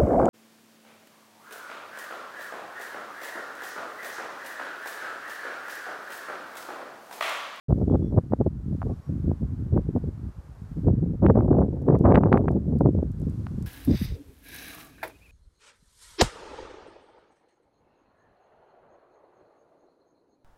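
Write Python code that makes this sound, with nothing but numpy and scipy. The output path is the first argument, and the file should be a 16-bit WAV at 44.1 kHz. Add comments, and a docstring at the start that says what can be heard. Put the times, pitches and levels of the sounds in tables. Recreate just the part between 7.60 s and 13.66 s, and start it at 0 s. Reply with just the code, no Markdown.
"""A gusty rumble of wind on a small hand-held microphone, in a snowstorm on a wooded hillside.
Turbulent eddies sweep over the port: the faster the air, the louder and higher the rumble,
and single vortices strike as dull pops. Behind it trees rush, blown snow hisses and grains tick
on the casing. A few faint, thin whistles sound far off, and finger knocks ring the casing's modes."""
import sys
import numpy as np
from scipy import signal
from scipy.fft import rfft, irfft, next_fast_len
from scipy.io import wavfile
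from scipy.ndimage import uniform_filter1d, map_coordinates

SR = 44100
rng = np.random.default_rng(int(sys.argv[2]) if len(sys.argv) > 2 else 0)


def dump_mix(stems):
    """Bounce the given channels to the path in sys.argv[1] as a 16-bit WAV at rate SR."""
    frames = np.atleast_2d(stems).T  # one column per channel
    limited = np.clip(frames, -1, 1)  # hard clip at full scale
    pcm = np.round(limited * 32767).astype(np.int16)
    wavfile.write(sys.argv[1], SR, pcm)


N = 267246
TIME = np.arange(N) / SR


def from_db(db):
    """Amplitude ratio of a level in decibels."""
    return 10 ** (np.asarray(db) / 20)

def rms_one(x):
    """Normalisation to unit rms."""
    return x / np.sqrt(np.mean(x ** 2) + 1e-20)

def in_time(rows):
    """Linear interpolation of each column of a time curve at every sample."""
    times, *columns = np.transpose(rows)
    return [np.interp(TIME, times, column) for column in columns]

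def butter(x, hz, kind, order=2):
    """Causal Butterworth filter."""
    sections = signal.butter(order, np.minimum(hz, .45 * SR), kind, fs=SR, output="sos")
    return signal.sosfilt(sections, x + 1e-18)

def fluctuation(hz, order=4):
    """Low-passed Gaussian noise of unit rms."""
    return rms_one(butter(rng.standard_normal(N), hz, "low", order))


# Breeze at the port: (time [s], eddy passing rate [Hz], relative pressure level [dB])
BREEZE = [(0.09, 228, -26.5), (0.44, 280.8, -23.5), (0.72, 179.8, -36), (0.98, 173.2, -29.5),
          (1.33, 202.4, -32.0), (1.44, 79, -44), (1.61, 125.3, -36.5), (2.04, 194.3, -26.5),
          (2.56, 161.6, -33.5), (2.77, 66.14, -43.5), (3.11, 117, -37.5), (3.33, 202.6, -19.5),
          (3.57, 151.3, -31.5), (3.82, 365.8, -19), (4.18, 289.9, -27.0), (4.81, 458.7, -19),
          (5.03, 220.3, -26.5), (5.14, 289.9, -21.5), (5.52, 183.9, -28), (6.06, 174.5, -29.5)]
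# Gusts on top of it: (arrival [s], hold [s], relative pressure level [dB])
GUSTS = [(0.108, 0.019, -16), (0.184, 0.067, -23), (0.286, 0.075, -18), (0.52, 0.035, -24),
         (0.577, 0.0092, -14.0), (0.724, 0.0068, -18.0), (0.806, 0.017, -18.5), (0.862, 0.013, -21),
         (1.081, 0.07, -25.5), (1.238, 0.086, -26), (1.489, 0.11, -24), (1.633, 0.097, -21),
         (1.827, 0.025, -19.5), (2.127, 0.074, -17), (2.287, 0.0077, -23), (2.359, 0.019, -19.0),
         (2.434, 0.056, -23.5), (2.64, 0.064, -30), (2.773, 0.02, -31.5), (2.865, 0.042, -34.5),
         (3.023, 0.023, -31.5), (3.117, 0.011, -28.5), (3.172, 0.014, -25), (3.246, 0.073, -16.5),
         (3.427, 0.13, -24), (3.625, 0.089, -13.5), (3.748, 0.058, -17), (3.883, 0.064, -19),
         (3.977, 0.05, -17), (4.289, 0.069, -16.5), (4.452, 0.13, -13.5), (4.64, 0.017, -18.5),
         (4.721, 0.044, -15.3), (4.943, 0.021, -20.5), (5.211, 0.004, -16), (5.257, 0.034, -16),
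         (5.353, 0.037, -22.5), (5.431, 0.022, -24), (5.605, 0.085, -25.5), (5.974, 0.029, -30)]

def airflow(rise_db_per_s=680, fall_db_per_s=820, surge_db=2, surge_hz=24.06, rate_exponent=.39):
    """Breeze and gusts add in power; the eddy passing rate follows a power law of the pressure."""
    breeze_hz, breeze_db = in_time(BREEZE)
    power = from_db(breeze_db) ** 2
    for arrival, hold_s, db in GUSTS:
        before_db = rise_db_per_s * np.maximum(arrival - TIME, 0)
        after_db = fall_db_per_s * np.maximum(TIME - arrival - hold_s, 0)
        power += from_db(db - np.minimum(before_db + after_db, 100)) ** 2
    pressure_db = 10 * np.log10(power) + surge_db * np.tanh(fluctuation(surge_hz))
    return breeze_hz * from_db(pressure_db - breeze_db) ** rate_exponent, pressure_db

def eddy_pressure(eddies_passed, steepness=1.32, smoothing_eddies=1.373, size=2 ** 18):
    """Spatial averaging: the port smooths away the fine ripples of a passing random pressure field."""
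    steps_per_eddy = 64
    cycles_per_eddy = np.fft.rfftfreq(size) * steps_per_eddy
    rolloff = np.exp(-(smoothing_eddies * cycles_per_eddy) ** steepness)
    field = irfft(rfft(rng.standard_normal(size)) * rolloff, size)
    return map_coordinates(field, [eddies_passed * steps_per_eddy], order=3, mode="wrap")

def evened(x, span_s):
    """Division by the smoothed envelope holds the rms of a noise near 1."""
    power = np.abs(signal.hilbert(x, next_fast_len(N))[:N]) ** 2 / 2
    for _ in range(3):
        power = uniform_filter1d(power, int(span_s * SR))
    return x / np.sqrt(np.abs(power) + 1e-12)

def wind_rumble(rate_hz, pressure_db, level_db, flutter_db, flutter_hz, bass_cut_hz):
    """Frozen turbulence: eddies ride past the port, so air speed stretches the whole spectrum."""
    speed_ratio = from_db(flutter_db * np.tanh(fluctuation(flutter_hz)))
    eddies_passed = np.cumsum(rate_hz * speed_ratio) / SR
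    pressure = speed_ratio ** 2 * eddy_pressure(eddies_passed)  # pressure goes with speed squared
    rumble = from_db(pressure_db + level_db) * evened(pressure, span_s=0.016)
    return butter(rumble, bass_cut_hz, "high", order=3)  # the microphone drops the deepest bass


def coloured_noise(spectrum):
    """Spectral shaping of white noise, at unit rms."""
    hz, db = np.transpose(spectrum)
    bin_hz = np.maximum(np.fft.rfftfreq(N, 1 / SR), 1)
    gain = from_db(np.interp(np.log(bin_hz), np.log(hz), db))
    return rms_one(irfft(rfft(rng.standard_normal(N)) * gain, N))

# Wind in the trees: (time [s], level [dB])
TREE_LEVEL = [(0, -62), (.9, -63.5), (1.4, -59), (2.0, -59.5), (3.1, -59), (3.5, -62.5), (5.4, -63),
              (5.7, -60), (6.06, -59)]
# Its spectrum: (frequency [Hz], relative spectral density [dB])
TREE_SPECTRUM = [(100, -2), (350, 0), (600, -2.5), (1000, -5), (1500, -8.5), (2000, -17), (3000, -27),
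                 (7000, -50)]

def tree_rush():
    """Aerodynamic noise: wind in distant trees makes a smooth, dark rush."""
    return from_db(in_time(TREE_LEVEL)[0]) * coloured_noise(TREE_SPECTRUM)


# Blown snow: (time [s], level [dB])
SNOW_LEVEL = [(.1, -72), (.95, -75.5), (1.25, -70.5), (2.1, -73.5), (3.2, -71), (3.35, -76), (4.8, -75.5),
              (5.5, -74), (5.72, -68.5), (6.06, -68)]
# Its spectrum: (frequency [Hz], relative spectral density [dB])
SNOW_SPECTRUM = [(500, -10), (2000, 0), (4500, 0), (7000, -2), (10000, -5), (13000, -8), (16000, -14)]

def snow_hiss():
    """Incoherent summation: countless drifting grains merge into a fine hiss."""
    return from_db(in_time(SNOW_LEVEL)[0]) * coloured_noise(SNOW_SPECTRUM)


# Largest snow grains on the casing: (time [s], relative level [dB])
LARGE_GRAINS = [(4.0097, -47.5), (4.219, -48), (4.3881, -43), (4.5467, -38.5), (4.7802, -43.5),
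                (4.9152, -43.5), (5.1875, -42), (5.5174, -45.5), (5.5986, -46), (5.6161, -44), (5.697, -43),
                (6.0245, -37)]

def snow_ticks(large_db, decay_s, low_hz, high_hz, grains_per_s=30):
    """Impact noise: each icy grain crumbles on the casing in a bright, exponentially decaying burst."""
    # tiny grains land at random, as strongly as the snow blows
    landings = rng.random(N) < grains_per_s / SR
    hits = landings * rng.random(N) * from_db(in_time(SNOW_LEVEL)[0] + 2.0)
    for time, db in LARGE_GRAINS:
        hits[round(time * SR)] += from_db(db + large_db)
    envelope = signal.lfilter([1], [1, -np.exp(-1 / (decay_s * SR))], hits + 1e-18)
    bursts = envelope * rng.standard_normal(N)
    return butter(butter(bursts, low_hz, "high"), high_hz, "low")


def vortex_pulses(rows, level_db, steepness, size=2048):
    """Time scaling: a vortex is one swing of pressure, shorter and brighter the faster it passes."""
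    out, hz = np.zeros(N + size), np.fft.rfftfreq(size, 1 / SR)
    # the angle of incidence makes it a push, a pull or one after the other
    angles = rng.uniform(0, 2 * np.pi, N)
    for time, db, rate_hz in rows:
        at = round(time * SR)
        spectrum = hz / rate_hz * np.exp(-(hz / rate_hz) ** steepness)
        head_on_peak = irfft(spectrum, size)[0]
        pulse = np.fft.fftshift(irfft(spectrum * np.exp(1j * angles[at]), size)) / head_on_peak
        out[at:at + size] += from_db(db + level_db) * pulse * np.hanning(size)
    return out[size // 2:size // 2 + N]

def small_vortices(rate_hz, pressure_db, level_db, rate_ratio, spread_db, storm_hz, candidates=900):
    """Vortex shedding: rows of small vortices whose number grows with the square of the air speed."""
    when, chance, weakness = rng.random((candidates, 3)).T
    at = (when * (N - 1)).astype(int)
    db = pressure_db[at] + level_db - spread_db * weakness
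    rows = np.transpose([TIME[at], db, rate_ratio * rate_hz[at]])
    return rows[chance < (rate_hz[at] / storm_hz) ** 2]

def fragments(rows, loss_db, rate_ratio, scatter_s, spread_db=3, count=3):
    """Vortex breakup on the port's rim: rows of weaker, quicker vortices that make each pop ragged."""
    time, db, rate_hz = np.repeat(rows, count, axis=0).T
    shift, strength = rng.uniform(-1, 1, (len(time), 2)).T
    fragment_db = db - loss_db + spread_db * strength
    return np.transpose([time + scatter_s * shift, fragment_db, rate_ratio * rate_hz])

# Hardest vortices at the port: (time [s], relative level [dB], passing rate [Hz])
HARD_VORTICES = [(0.129, -7.5, 151), (0.217, -15, 365), (0.356, -17.5, 603), (0.587, -11.5, 544),
                 (0.723, -17.5, 607), (0.736, -5, 482), (0.812, -7, 375), (0.865, -13.5, 385.5),
                 (1.716, -17.5, 492.2), (2.177, -14.5, 646), (2.363, -12, 424.2), (3.285, -9, 454.6),
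                 (3.642, -11, 354.8), (3.665, -9.5, 1095), (3.7, -6.5, 698), (3.758, -10.5, 581.8),
                 (3.781, -13.5, 451), (3.808, -11, 602.2), (3.915, -3, 329.6), (4.017, -9.5, 458),
                 (4.287, -9.5, 598), (4.349, -9, 490.4), (4.411, -1.5, 230.2), (4.451, -6, 542),
                 (4.488, -9, 538), (4.523, 0, 598.4), (4.548, -17, 1545), (4.557, -4.5, 1309),
                 (4.577, -9.5, 770.5), (4.636, -7, 775.2), (4.728, -3, 1203), (4.744, -10.5, 767),
                 (4.775, -10, 996.5), (4.883, -11, 938.8), (5.21, -7, 529.4), (5.26, -7.5, 504.2),
                 (5.43, -8.5, 300.7)]

def vortex_pops(rate_hz, pressure_db):
    """Superposition of pressure pulses: hard vortices pop, small ones and fragments crackle."""
    shed = small_vortices(rate_hz, pressure_db, level_db=1, rate_ratio=1.13, spread_db=14.5, storm_hz=481)
    broken = fragments(HARD_VORTICES, loss_db=18, rate_ratio=1.154, scatter_s=.004)
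    pops = vortex_pulses(HARD_VORTICES, level_db=-1, steepness=1.705)
    crackle = vortex_pulses(np.vstack([shed, broken]), level_db=-3, steepness=1.334)
    return pops + crackle


# Thin, far whistles: (centre time [s], half duration [s], frequency [Hz], greatest rms level [dB])
WHISTLES = [(0.317, 0.036, 3420, -72.5), (0.37, 0.045, 3470, -82), (0.46, 0.077, 3400, -73),
            (0.466, 0.09, 5560, -81), (1.306, 0.056, 1130, -60), (1.454, 0.053, 1110, -63.5),
            (1.326, 0.089, 5600, -82), (1.46, 0.073, 5600, -79)]

def whistles(waver_hz):
    """Random frequency modulation makes short tones waver as they swell and fade."""
    out = np.zeros(N)
    waver = waver_hz * fluctuation(60, order=2)
    for centre, half_s, hz, db in WHISTLES:
        swell = np.cos(np.pi / 2 * np.clip((TIME - centre) / half_s, -1, 1)) ** 2
        phase = 2 * np.pi * np.cumsum(hz + waver) / SR
        out += np.sqrt(2) * from_db(db) * swell * np.sin(phase)
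    return out


def ring(force, hz, t60):
    """Damped resonator: a unit impulse starts a decaying sine of amplitude 1."""
    radius, angle = from_db(-60 / (t60 * SR)), 2 * np.pi * hz / SR
    return signal.lfilter([0, np.sin(angle)], [1, -2 * radius * np.cos(angle), radius ** 2], force + 1e-18)

# Finger knocks: (time [s], relative level [dB], contact cutoff [Hz])
KNOCKS = [(1.2175, -5.5, 1071), (1.228, -5.5, 747.6), (5.8675, -15.5, 6025)]
# Modes of the casing: (frequency [Hz], relative level [dB], 60 dB decay time [s])
CASING_MODES = [(684.5, -14, 0.014), (1120, -3.5, 0.0044), (1510, -5, 0.0034), (2750, -17.5, 0.003),
                (4300, -28, 0.0052)]

def finger_knocks(level_db):
    """Modal resonance: a finger briefly rings the casing; the harder the contact, the brighter."""
    force = np.zeros(N)
    for time, db, cutoff_hz in KNOCKS:
        impulse = from_db(db + level_db) * signal.unit_impulse(N, round(time * SR))
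        force += butter(impulse, cutoff_hz, "low")
    modes = [from_db(db) * ring(force, hz, t60) for hz, db, t60 in CASING_MODES]
    return sum(modes[::2]) - sum(modes[1::2])  # neighbouring modes alternate in sign


def scene():
    """Superposition of wind on the port, the quiet hillside and impacts on the casing."""
    rate_hz, pressure_db = airflow()
    rumble = wind_rumble(rate_hz, pressure_db, level_db=1, flutter_db=2, flutter_hz=89.24,
                         bass_cut_hz=65.4)
    pops = vortex_pops(rate_hz, pressure_db)
    ticks = snow_ticks(large_db=-9.5, decay_s=0.0027, low_hz=4500, high_hz=12500)
    hillside = tree_rush() + snow_hiss() + whistles(waver_hz=25)
    return (rumble + pops + ticks + hillside + finger_knocks(level_db=-4))[None]

def record(dry):
    """Saturation and band limiting: the sound fades in and out briefly, the microphone rounds blasts and cuts
    the top."""
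    start_s, fade_s, stopband_hz = .083, .004, 16000
    opened = dry * np.clip(np.minimum(TIME - start_s, TIME[-1] - TIME) / fade_s, 0, 1)
    rounded = 0.86 * np.tanh(opened / 0.85)
    return signal.sosfilt(signal.cheby2(16, 60, stopband_hz, fs=SR, output="sos"), rounded)


dry = scene()
out = record(dry)
dump_mix(out)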